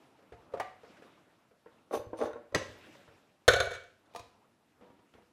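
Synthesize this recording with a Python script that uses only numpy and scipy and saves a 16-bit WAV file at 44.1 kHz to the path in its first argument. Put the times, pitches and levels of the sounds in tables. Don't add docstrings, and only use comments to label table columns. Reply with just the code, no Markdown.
import sys
import numpy as np
from scipy import signal
from scipy.fft import rfft, irfft, next_fast_len
from scipy.io import wavfile
from scipy.ndimage import uniform_filter1d

SR = 44100
rng = np.random.default_rng(int(sys.argv[2]) if len(sys.argv) > 2 else 0)


def boost(x):
    u = np.asarray(x, float) / 20
    return 10 ** u


def put_to_file(sound):
    columns = np.atleast_2d(sound).T
    safe = np.clip(columns, -1, 1)
    whole_steps = np.round(safe * 32767)
    wavfile.write(sys.argv[1], SR, whole_steps.astype(np.int16))


N = 234727
SPLIT_HZ = 1300

# start_s, peak_db, brightness_db
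GRIP_EVENTS = [(0.187, -46, -13), (0.224, -52, -6.5), (0.321, -37, -11.5), (0.334, -39, -17),
               (0.52, -45, -10), (0.536, -19.5, -22.5), (0.571, -34, -11), (0.832, -38.5, -13.5),
               (0.845, -41, -11), (0.966, -55, 3), (1.02, -41.5, -7.5), (1.509, -49, -16)]
LIFT_EVENTS = [
    (0.598, -20.5, -14),
]
TAP_EVENTS = [
    (1.659, -39, -13),
    (2.131, -21, -26),
    (3.077, -42.5, -12),
]
JUDDER_EVENTS = [(1.910, -25, -19), (1.919, -33, -28), (1.926, -22, -28), (1.931, -19.5, -29),
                 (1.934, -15, -35), (1.942, -18, -28), (1.946, -15.5, -31), (1.951, -21, -18.5),
                 (1.961, -29, -37), (1.970, -23.5, -32), (1.996, -42, -35), (2.189, -25.5, -30),
                 (2.193, -30.5, -33), (2.204, -23.5, -21), (2.209, -16, -26), (2.214, -14.5, -20),
                 (2.221, -14, -26.5), (2.227, -18, -25), (2.235, -15, -31), (2.243, -24.5, -22.5),
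                 (2.250, -32.5, -23.5), (2.257, -25.5, -9), (2.264, -30.5, -21.5), (2.272, -23, -30),
                 (2.332, -39.5, 2.5)]
SET_DOWN_EVENTS = [
    (2.178, -37, -32),
    (2.3, -36, -32),
    (2.355, -31, -38),
]
SCALE_KNOCK_EVENTS = [
    (2.522, -37.5, -27),
    (2.542, -24, -45.5),
                      (2.547, -17.5, -4),
    (2.556, -13.5, -19),
    (2.951, -47.5, -12),
]
BOWL_LAND_EVENTS = [(3.479, -6, -7), (3.483, -11, -2.5), (3.496, -16, -34), (3.506, -42, -16.5),
                    (3.534, -14, -8.5), (3.56, -19.5, -12), (3.601, -14, -8), (3.655, -37.5, -3),
                    (3.671, -27, -28), (3.707, -28, -14), (3.715, -32.5, -7), (3.75, -42, -3.5),
                    (3.836, -51.5, -5), (4.057, -65.5, -1)]
BOWL_BUZZ_EVENTS = [
    (3.51, -34, 10.5),
    (3.62, -25.5, -13),
    (3.73, -34, 0),
]
CHILI_DROP_EVENTS = [
    (4.137, -52, -6),
                     (4.148, -29.5, -18.5),
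    (4.16, -32, -7),
    (4.194, -36, -9.5),
]
CHILI_ROLL_EVENTS = [
    (4.812, -40, -17),
]
SETTLING_EVENTS = [
    (4.642, -70, -24),
    (4.809, -44, -21),
    (4.9, -45, -22),
    (4.99, -52.5, -12),
    (5.137, -50.5, -4.5),
    (5.147, -47, -30.5),
    (5.181, -46, -31),
    (5.22, -51, -16.5),
]

# start_s, hold_s, level_db, grit_db
SQUEAK_EVENTS = [
    (1.943, 0.0072, -47.5, -9),
    (2.186, 0.076, -57.5, -16),
]
# start_s, level_db
THUMP_EVENTS = [(0.32, -54), (0.335, -49.5), (0.573, -56), (1.965, -50), (1.993, -49), (2.066, -43.5),
                (2.128, -57), (2.238, -46), (2.333, -53), (2.522, -56), (2.544, -38.5), (2.687, -49),
                (3.082, -57), (3.478, -31.5), (3.656, -66), (4.198, -49.5), (5.149, -61.5)]
# start_s, level_db, brightness_db
RUSTLE_EVENTS = [(0.02, -61.5, -7), (0.27, -65, -7), (0.42, -60, -10), (0.91, -58.5, -5.5),
                 (1.05, -60.5, -5), (1.72, -65, -7.5), (2.72, -57.5, -2), (2.85, -58, -0.5),
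                 (2.98, -62, -4.5), (4.13, -64.5, -8.5), (4.35, -65.5, -19), (4.83, -65, -12.5),
                 (5.16, -68.5, -2.5)]

# pitch_hz, level_db, t60_s
GRIPPED_MODES = [(333, -23, 0.081), (413.4, -3, 0.11), (511, 11, 0.028), (590, 4, 0.02), (700, -8, 0.38),
                 (1060, -21, 0.038), (1550, -80, 0.024)]
HELD_MODES = [(431, -8, .1), (576, -7, .12), (646, -9, .15), (1534, -16, .06), (2300, -20, .08),
              (748, -5, .36), (1055, -21, .2), (1179, -10, .4), (1933, -19, .28), (2891, -24, .3)]
TAPPED_MODES = [(332, -4, 0.25), (466.5, -12.5, 0.051), (580, 2, 0.045), (760, -6.5, 0.075), (903, -3, .07),
                (1050, -3, 0.079), (1370, -9.5, 0.081), (1440, -15.5, 0.05), (1900, -21, .06)]
SLIPPING_MODES = [(240, -9, 0.074), (333, -2.5, 0.083), (409, -6.5, 0.061), (474, 0, 0.083),
                  (594, 3, 0.062), (736, -11.5, 0.16), (810, -3, 0.048), (968, -10, 0.043),
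                  (1076, -4.5, .05), (1434, -16, 0.055), (1540, -20, 0.054), (2000, -32.5, .06),
                  (3730, -25.5, 0.069), (6100, -29.5, .03), (9200, -36, .03)]
DRAGGED_MODES = [(248, -8, .1), (325, -8, .1), (470, 0, .1), (583, -1, .08), (738, -8, .25),
                 (834, -10, .08), (960, -10, .08), (1100, -10, .08), (1400, -16, .08), (1600, -20, .1),
                 (1992, -22, .1), (3650, -26, .04), (6040, -23, .035), (6200, -25, .035), (9265, -24, .035),
                 (10330, -42, .025)]
STANDING_MODES = [(257.6, -5, 0.23), (321, 3, 0.1), (432.8, 11, 0.038), (559.5, 7, 0.36), (976, -14.5, 0.4),
                  (1065, -0.5, 0.051), (1343, -16.5, 0.18), (1612, -17, 0.25), (1937, -1, 0.096),
                  (1960, -21.5, 0.52), (2205, -22.5, 0.26), (2570, -30.5, 0.4), (2860, -26, .4),
                  (3370, -30.5, 0.39), (3453, -22, 0.35), (3844, -18, 0.093), (3948, -21, 0.34),
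                  (4883, -11, .1), (6170, -8.5, 0.066), (6190, -23, 0.56), (6300, -31, 0.57),
                  (5650, -26.5, .5), (4930, -29.5, 0.32), (7840, -18, 0.036), (10800, -29, 0.22)]
BOWL_ON_PLATE_MODES = [(387, -1, .11), (494, 5, .1), (563, 2, .1), (700, 3, .17), (1070, -12, .085),
                       (1195, -11, .15), (1398, -10, .12), (1425, -9, .12), (1458, -8, .15),
                       (1505, -9, .14), (1635, -11, .12), (1686, -11, .1), (1790, -10, .09),
                       (1903, -16, .1), (2310, -23, .12), (3114, -21, .15), (3250, -24, .083),
                       (3480, -20, .086), (3557, -14, .12), (3690, -16, .12), (3867, -7, .025),
                       (3906, -18, .2), (4050, -17, .08), (4180, -20, .08), (4290, -18, .11),
                       (5500, -20.5, .072), (5630, -32, .19), (6264, -19.5, .047), (6440, -14, .045),
                       (6710, -24.5, .087), (7300, -26, .05), (9420, -20, .04), (10295, -20, .05),
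                       (12770, -28, .04), (14030, -33, .04)]
RIM_MODES = [(2267, 0, 1.15)]
BOWL_FILLED_MODES = [(298, -18.5, 0.057), (468, 3, 0.11), (702, 4.5, 0.15), (920, -25, .3),
                     (999, -11.5, 0.59), (1012, -10, 0.36), (1224, -7.5, 0.2), (1871, -4.5, 0.015),
                     (2460, -6, 0.03), (4200, -33.5, 0.12), (3850, -19, 0.15), (4440, -25, 0.1),
                     (5640, -19, 0.11), (6350, -39, 0.25), (6660, -28, 0.41), (8650, -27, .1),
                     (10400, -30.5, 0.35)]
BOWL_SOFT_MODES = [(296, -6, 0.12), (488, -0.5, 0.26), (950, -6, 0.32), (2270, -12, 0.14),
                   (6050, -32, 0.15)]
WORKTOP_MODES = [(32.15, 10, 0.024), (48, 4, 0.024), (62, -10, .1), (107.4, 9, 0.088)]

# pitch_hz, density_db_per_hz
GRIPPED_CROWD = [(71, -29), (120, -25), (303, -11), (480, 2), (778, -6.5), (1080, -16), (1390, 0.5),
                 (12000, -33), (15600, -76), (22000, -120)]
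HELD_CROWD = [(88, -76), (150, -37.5), (647, -13), (739, -5), (982, -17.5), (1980, -7.5), (2590, -17),
              (14000, -40)]
DRAGGED_CROWD = [(88, -34), (150, -29), (402, -22), (460, -1.5), (659, -26.5), (1100, -26.5), (1310, -34),
                 (14000, -105)]
STANDING_CROWD = [(88, -45), (150, -2.5), (193, -20.5), (567, -13), (818, -23.5), (1910, -18.5),
                  (6060, -27), (15000, -47)]
PLATE_CROWD = [(88, -58.5), (150, -29.5), (285, -28.5), (500, -3), (708, -9), (790, -25), (1450, -3.5),
               (1980, -14.5), (2310, -11.5), (2500, -18), (3620, -14), (4750, -27), (6600, -22),
               (15500, -50.5)]
FILLED_CROWD = [(88, -51), (150, -13), (698, -28), (828, -14.5), (982, -14), (1410, -19.5), (3930, -13.5),
                (14000, -31)]
SOFT_CROWD = [(88, -41.5), (150, -8), (194, -1.5), (427, -4.5), (485, -3), (1130, -12.5), (3030, -22.5),
              (12000, -53), (15600, -70.5), (22000, -120)]

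# pitch_hz, density_db_per_hz
CLOTH_SPECTRUM = [(59, -34), (100, -6), (305, -1), (368, -6), (534, -4), (1120, -9.5), (1850, -3),
                  (3730, -11), (14000, -32)]
HUSH_SPECTRUM = [(15, -47), (25, -15), (48, -24.5), (87, -1), (146, -7.5), (272, 0), (381, -13),
                 (1220, -14.5), (1590, -22.5), (2000, -20), (4030, -23.5), (12300, -28.5), (16000, -60.5),
                 (22000, -120)]
# pitch_hz, t60_s
KITCHEN_T60 = [(100, .55), (400, .5), (1500, .45), (5000, .36), (12000, .22)]
TOP_EDGES_HZ = [12450, 13100, 13800, 14500, 15300, 16300]


def rms_one(x):
    return x / np.sqrt(np.mean(x ** 2) + 1e-20)


def at_hz(points, hz):
    table = np.array(points)
    return np.interp(np.log(hz), np.log(table[:, 0]), table[:, 1])


def band(x, low_hz, high_hz):
    sos = signal.butter(2, [low_hz, min(high_hz, .45 * SR)], "band", fs=SR, output="sos")
    return signal.sosfilt(sos, x)


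def drift(rate_hz):
    steps = rng.standard_normal(4000)
    return rms_one(np.interp(np.arange(N) / SR * rate_hz, np.arange(len(steps)), steps))


def swell(s, peak_db, rise_db_per_s, fall_db_per_s, hold_s=0):
    t = np.arange(N) / SR - s
    slope_db = np.minimum(rise_db_per_s * t, -fall_db_per_s * (t - hold_s))
    return boost(peak_db + np.minimum(0, slope_db))


def coloured(spectrum, patchy_db):
    white = rng.standard_normal((2, N))
    edges_hz = 22 * 2 ** np.arange(0, 9.6, .5)
    out = []
    for k, (low, high) in enumerate(zip(edges_hz, edges_hz[1:])):
        hz = np.sqrt(low * high)
        level = boost(at_hz(spectrum, min(hz, 11500)) + patchy_db * drift(33))
        out.append((hz, level * band(white[k % 2], low, high)))
    return out


def ring(force, modes, damping=1.0, even=False):
    out = np.zeros(len(force))
    head = force[:np.flatnonzero(np.abs(force) > 1e-4)[-1] + 1]
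    for k, (hz, level_db, t60_s) in enumerate(modes):
        r = boost(-60 * damping / (max(t60_s, .01) * SR))
        w = 2 * np.pi * hz / SR
        share = np.abs(head @ np.exp(-1j * w * np.arange(len(head)))) + .45 if even else 1
        sine = signal.lfilter([0, np.sin(w)], [1, -2 * r * np.cos(w), r * r], force)
        out += (-1) ** k * boost(level_db) / share * sine
    return out


def crowd_noise(spectrum, size):
    hz = np.maximum(np.arange(size // 2 + 1) * SR / size, 1)
    shape = boost(at_hz(spectrum, hz)) * rfft(rng.standard_normal(size))
    return [rms_one(irfft(shape * side, size)) for side in (hz < SPLIT_HZ, hz >= SPLIT_HZ)]


def dying(power, t60_s):
    return np.sqrt(signal.lfilter([1], [1, -boost(-120 / (t60_s * SR))], power))


def touches(events, ms, weight_db):
    return [(s, db, db + weight_db, bright_db, ms) for s, db, bright_db in events]


def contacts(events, modes, crowd, body_db, crowd_db, crowd_t60, damping, floor_hz, size=SR // 2):
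    out, t = np.zeros((2, N)), np.arange(size) / SR
    push = np.sin(np.pi * np.minimum(t / 0.001, 1)) ** 2 / (0.0014 * SR)
    worktop = ring(push + 1e-18, WORKTOP_MODES)
    low = [m for m in modes if m[0] < SPLIT_HZ]
    high = [m for m in modes if m[0] >= SPLIT_HZ]
    soft = signal.butter(4, 2200, fs=SR, output="sos")
    walls = signal.butter(1, 7000, fs=SR)
    above_floor = signal.butter(4, floor_hz, "high", fs=SR, output="sos")
    for s, peak_db, thud_db, bright_db, ms in events:
        force = rng.standard_normal(size) * np.abs(rng.standard_normal(size))
        force = force * (1 - np.exp(-t / 0.000083)) * np.exp(-2 * (t * 1000 / max(ms, 1)) ** 2)
        force = force / np.sqrt(np.sum(force ** 2)) + 1e-18

        clear = signal.sosfilt(soft, ring(force, low, damping, even=True))
        clear = clear + boost(bright_db + 16.5) * ring(force, high, damping, even=True)

        direct = dying(force ** 2, crowd_t60)
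        late = direct ** 2 / np.sum(direct ** 2) * boost(2 * -13.5)
        dull, sharp = crowd_noise(crowd, size)
        dull = signal.sosfilt(soft, dull * (direct + dying(late, 0.46)))
        echo = signal.lfilter(*walls, sharp[::-1])
        sharp = sharp * direct + echo * dying(late, 0.52)

        clear, dull = signal.sosfilt(above_floor, [clear, dull])
        thud = boost(thud_db + 1.5) * worktop
        at = int(s * SR)
        out[0, at:at + size] += (boost(peak_db + body_db) * clear + thud)[:N - at]
        out[1, at:at + size] += (boost(peak_db + crowd_db) * (dull + boost(bright_db + 8.5) * sharp))[:N - at]
    return out


def hush():
    air = sum(x for hz, x in coloured(HUSH_SPECTRUM, patchy_db=.4))
    return boost(-71 - 4.5) * rms_one(air)


def rustle():
    rise_db_per_s, dull_fall_db_per_s, bright_fall_db_per_s = 68.5, 23.5, 32
    rest_db, rest_bright_db = -72.5, -4.5
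    bands = coloured(CLOTH_SPECTRUM, patchy_db=2.2)
    dull = rms_one(sum(x for hz, x in bands if hz < SPLIT_HZ))
    bright = rms_one(sum(x for hz, x in bands if hz >= SPLIT_HZ))
    low = np.max([swell(s, db, rise_db_per_s, dull_fall_db_per_s)
                  for s, db, _ in RUSTLE_EVENTS], axis=0)
    high = np.max([swell(s, db + lift_db, rise_db_per_s, bright_fall_db_per_s)
                   for s, db, lift_db in RUSTLE_EVENTS], axis=0)
    return (boost(-1.5) * np.maximum(low, boost(rest_db)) * dull
            + boost(-2.0) * np.maximum(high, boost(rest_db + rest_bright_db)) * bright)


def scale_gripped():
    return contacts(touches(GRIP_EVENTS, ms=7.9, weight_db=-30), GRIPPED_MODES, GRIPPED_CROWD,
                    body_db=-9.0, crowd_db=-18.5, crowd_t60=0.12, damping=1.25, floor_hz=135, size=SR // 3)


def thumps():
    force, push = np.zeros(N), np.hanning(200)
    for s, db in THUMP_EVENTS:
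        at = int(s * SR)
        force[at:at + len(push)] += boost(db + 60) * push
    return boost(-106) * ring(force + 1e-18, WORKTOP_MODES)


def scale_lifted():
    return contacts(touches(LIFT_EVENTS, ms=3.4, weight_db=-27.5), HELD_MODES, HELD_CROWD,
                    body_db=-9.5, crowd_db=-10.5, crowd_t60=0.071, damping=1, floor_hz=149)


def scale_tapped():
    return contacts(touches(TAP_EVENTS, ms=2.2, weight_db=-30), TAPPED_MODES, DRAGGED_CROWD,
                    body_db=-10.5, crowd_db=-18, crowd_t60=0.15, damping=1.2, floor_hz=159.4, size=SR // 3)


def feet_judder():
    return contacts(touches(JUDDER_EVENTS, ms=1.2, weight_db=-51), SLIPPING_MODES, DRAGGED_CROWD,
                    body_db=-8, crowd_db=-17.5, crowd_t60=0.033, damping=2.0, floor_hz=199, size=SR // 4)


def feet_squeak():
    rise_db_per_s, fall_db_per_s, slips_per_s = 814, 369.5, 6000
    grains = rng.standard_normal(N) * boost(1.6 * rng.exponential(1, N))
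    grains = grains * (rng.random(N) < slips_per_s / SR)
    upper = [m for m in DRAGGED_MODES if m[0] >= 3000]
    scrape = rms_one(band(grains, 1400, 5400))
    sound = rms_one(rms_one(ring(grains, upper)) + boost(4.5) * scrape)
    grit = rms_one(band(grains, 8200, 13000))
    return sum((sound + boost(grit_db) * grit) * swell(s, db, rise_db_per_s, fall_db_per_s, hold_s)
               for s, hold_s, db, grit_db in SQUEAK_EVENTS)


def scale_set_down():
    return contacts(touches(SET_DOWN_EVENTS, ms=9.7, weight_db=-56), DRAGGED_MODES, DRAGGED_CROWD,
                    body_db=-8.5, crowd_db=-19.5, crowd_t60=0.044, damping=0.64, floor_hz=160)


def scale_knocked():
    return contacts(touches(SCALE_KNOCK_EVENTS, ms=4.37, weight_db=-23.5),
                    STANDING_MODES, STANDING_CROWD,
                    body_db=-10.0, crowd_db=-15.5, crowd_t60=0.041, damping=2.53, floor_hz=180.8)


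def bowl_lands():
    return contacts(touches(BOWL_LAND_EVENTS, ms=6.23, weight_db=-20), BOWL_ON_PLATE_MODES, PLATE_CROWD,
                    body_db=-10, crowd_db=-14.5, crowd_t60=0.042, damping=1.88, floor_hz=246.3)


def rim():
    force, s = np.full(N, 1e-18), BOWL_LAND_EVENTS[0][0]
    force[int(s * SR)] = 1
    height = swell(s, -36.5, rise_db_per_s=1e4, fall_db_per_s=130, hold_s=0.31)
    return ring(force, RIM_MODES, damping=1) * height


def bowl_buzzes():
    modes = [m for m in BOWL_ON_PLATE_MODES if m[0] < 8000]
    return contacts(touches(BOWL_BUZZ_EVENTS, ms=43, weight_db=-40.5), modes, PLATE_CROWD,
                    body_db=-17.5, crowd_db=-13, crowd_t60=0.047, damping=3.9, floor_hz=250)


def chilies_drop():
    return contacts(touches(CHILI_DROP_EVENTS, ms=2.1, weight_db=-34),
                    BOWL_FILLED_MODES, FILLED_CROWD,
                    body_db=-10.5, crowd_db=-14.5, crowd_t60=0.044, damping=1.6, floor_hz=200)


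def chilies_settle():
    events = touches(CHILI_ROLL_EVENTS, ms=143, weight_db=-33) + touches(SETTLING_EVENTS, ms=7.0, weight_db=-19.0)
    return contacts(events, BOWL_SOFT_MODES, SOFT_CROWD,
                    body_db=-18.5, crowd_db=-12, crowd_t60=0.066, damping=0.81, floor_hz=150, size=SR // 3)


def kitchen(x):
    t, edges_hz = np.arange(SR) / SR, 40 * 2 ** np.arange(0, 9, .7)
    white = rng.standard_normal(SR)
    tail = sum(band(white, a, b) * boost(-60 * t / at_hz(KITCHEN_T60, np.sqrt(a * b)))
               for a, b in zip(edges_hz, edges_hz[1:]))
    tail = tail * (1 - np.exp(-t / 0.0019))
    return signal.fftconvolve(x, tail / np.sqrt(np.sum(tail ** 2)))[:N]


def scene():
    scale = (scale_gripped() + scale_lifted() + scale_tapped() + feet_judder()
             + scale_set_down() + scale_knocked())
    bowl = bowl_lands() + bowl_buzzes() + chilies_drop() + chilies_settle()
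    clear, crowd = scale + bowl
    clear = clear + feet_squeak() + thumps()
    echoes = boost(-8.5) * kitchen(clear)
    return (clear + echoes + crowd + rim() + rustle() + hush())[None]


def roll_off(x):
    return signal.sosfilt(signal.butter(12, 16530, fs=SR, output="sos"), x)


def record(dry):
    size = next_fast_len(N)
    spectrum, hz = rfft(dry, size), np.arange(size // 2 + 1) * SR / size
    below = [np.clip((edge_hz - hz) / 120 + .5, 0, 1) for edge_hz in TOP_EDGES_HZ]
    out = irfft(spectrum * below[0], size)
    for k, (under, over) in enumerate(zip(below, below[1:])):
        top = irfft(spectrum * (over - under), size)
        gate_db = -99.5 + 1.5 * k ** 1.5
        loud_enough = uniform_filter1d(top ** 2, size=1000) > boost(2 * gate_db)
        out = out + top * uniform_filter1d(loud_enough * 1.0, size=300)
    return roll_off(out[:, :N])


dry = scene()
out = record(dry)
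put_to_file(out)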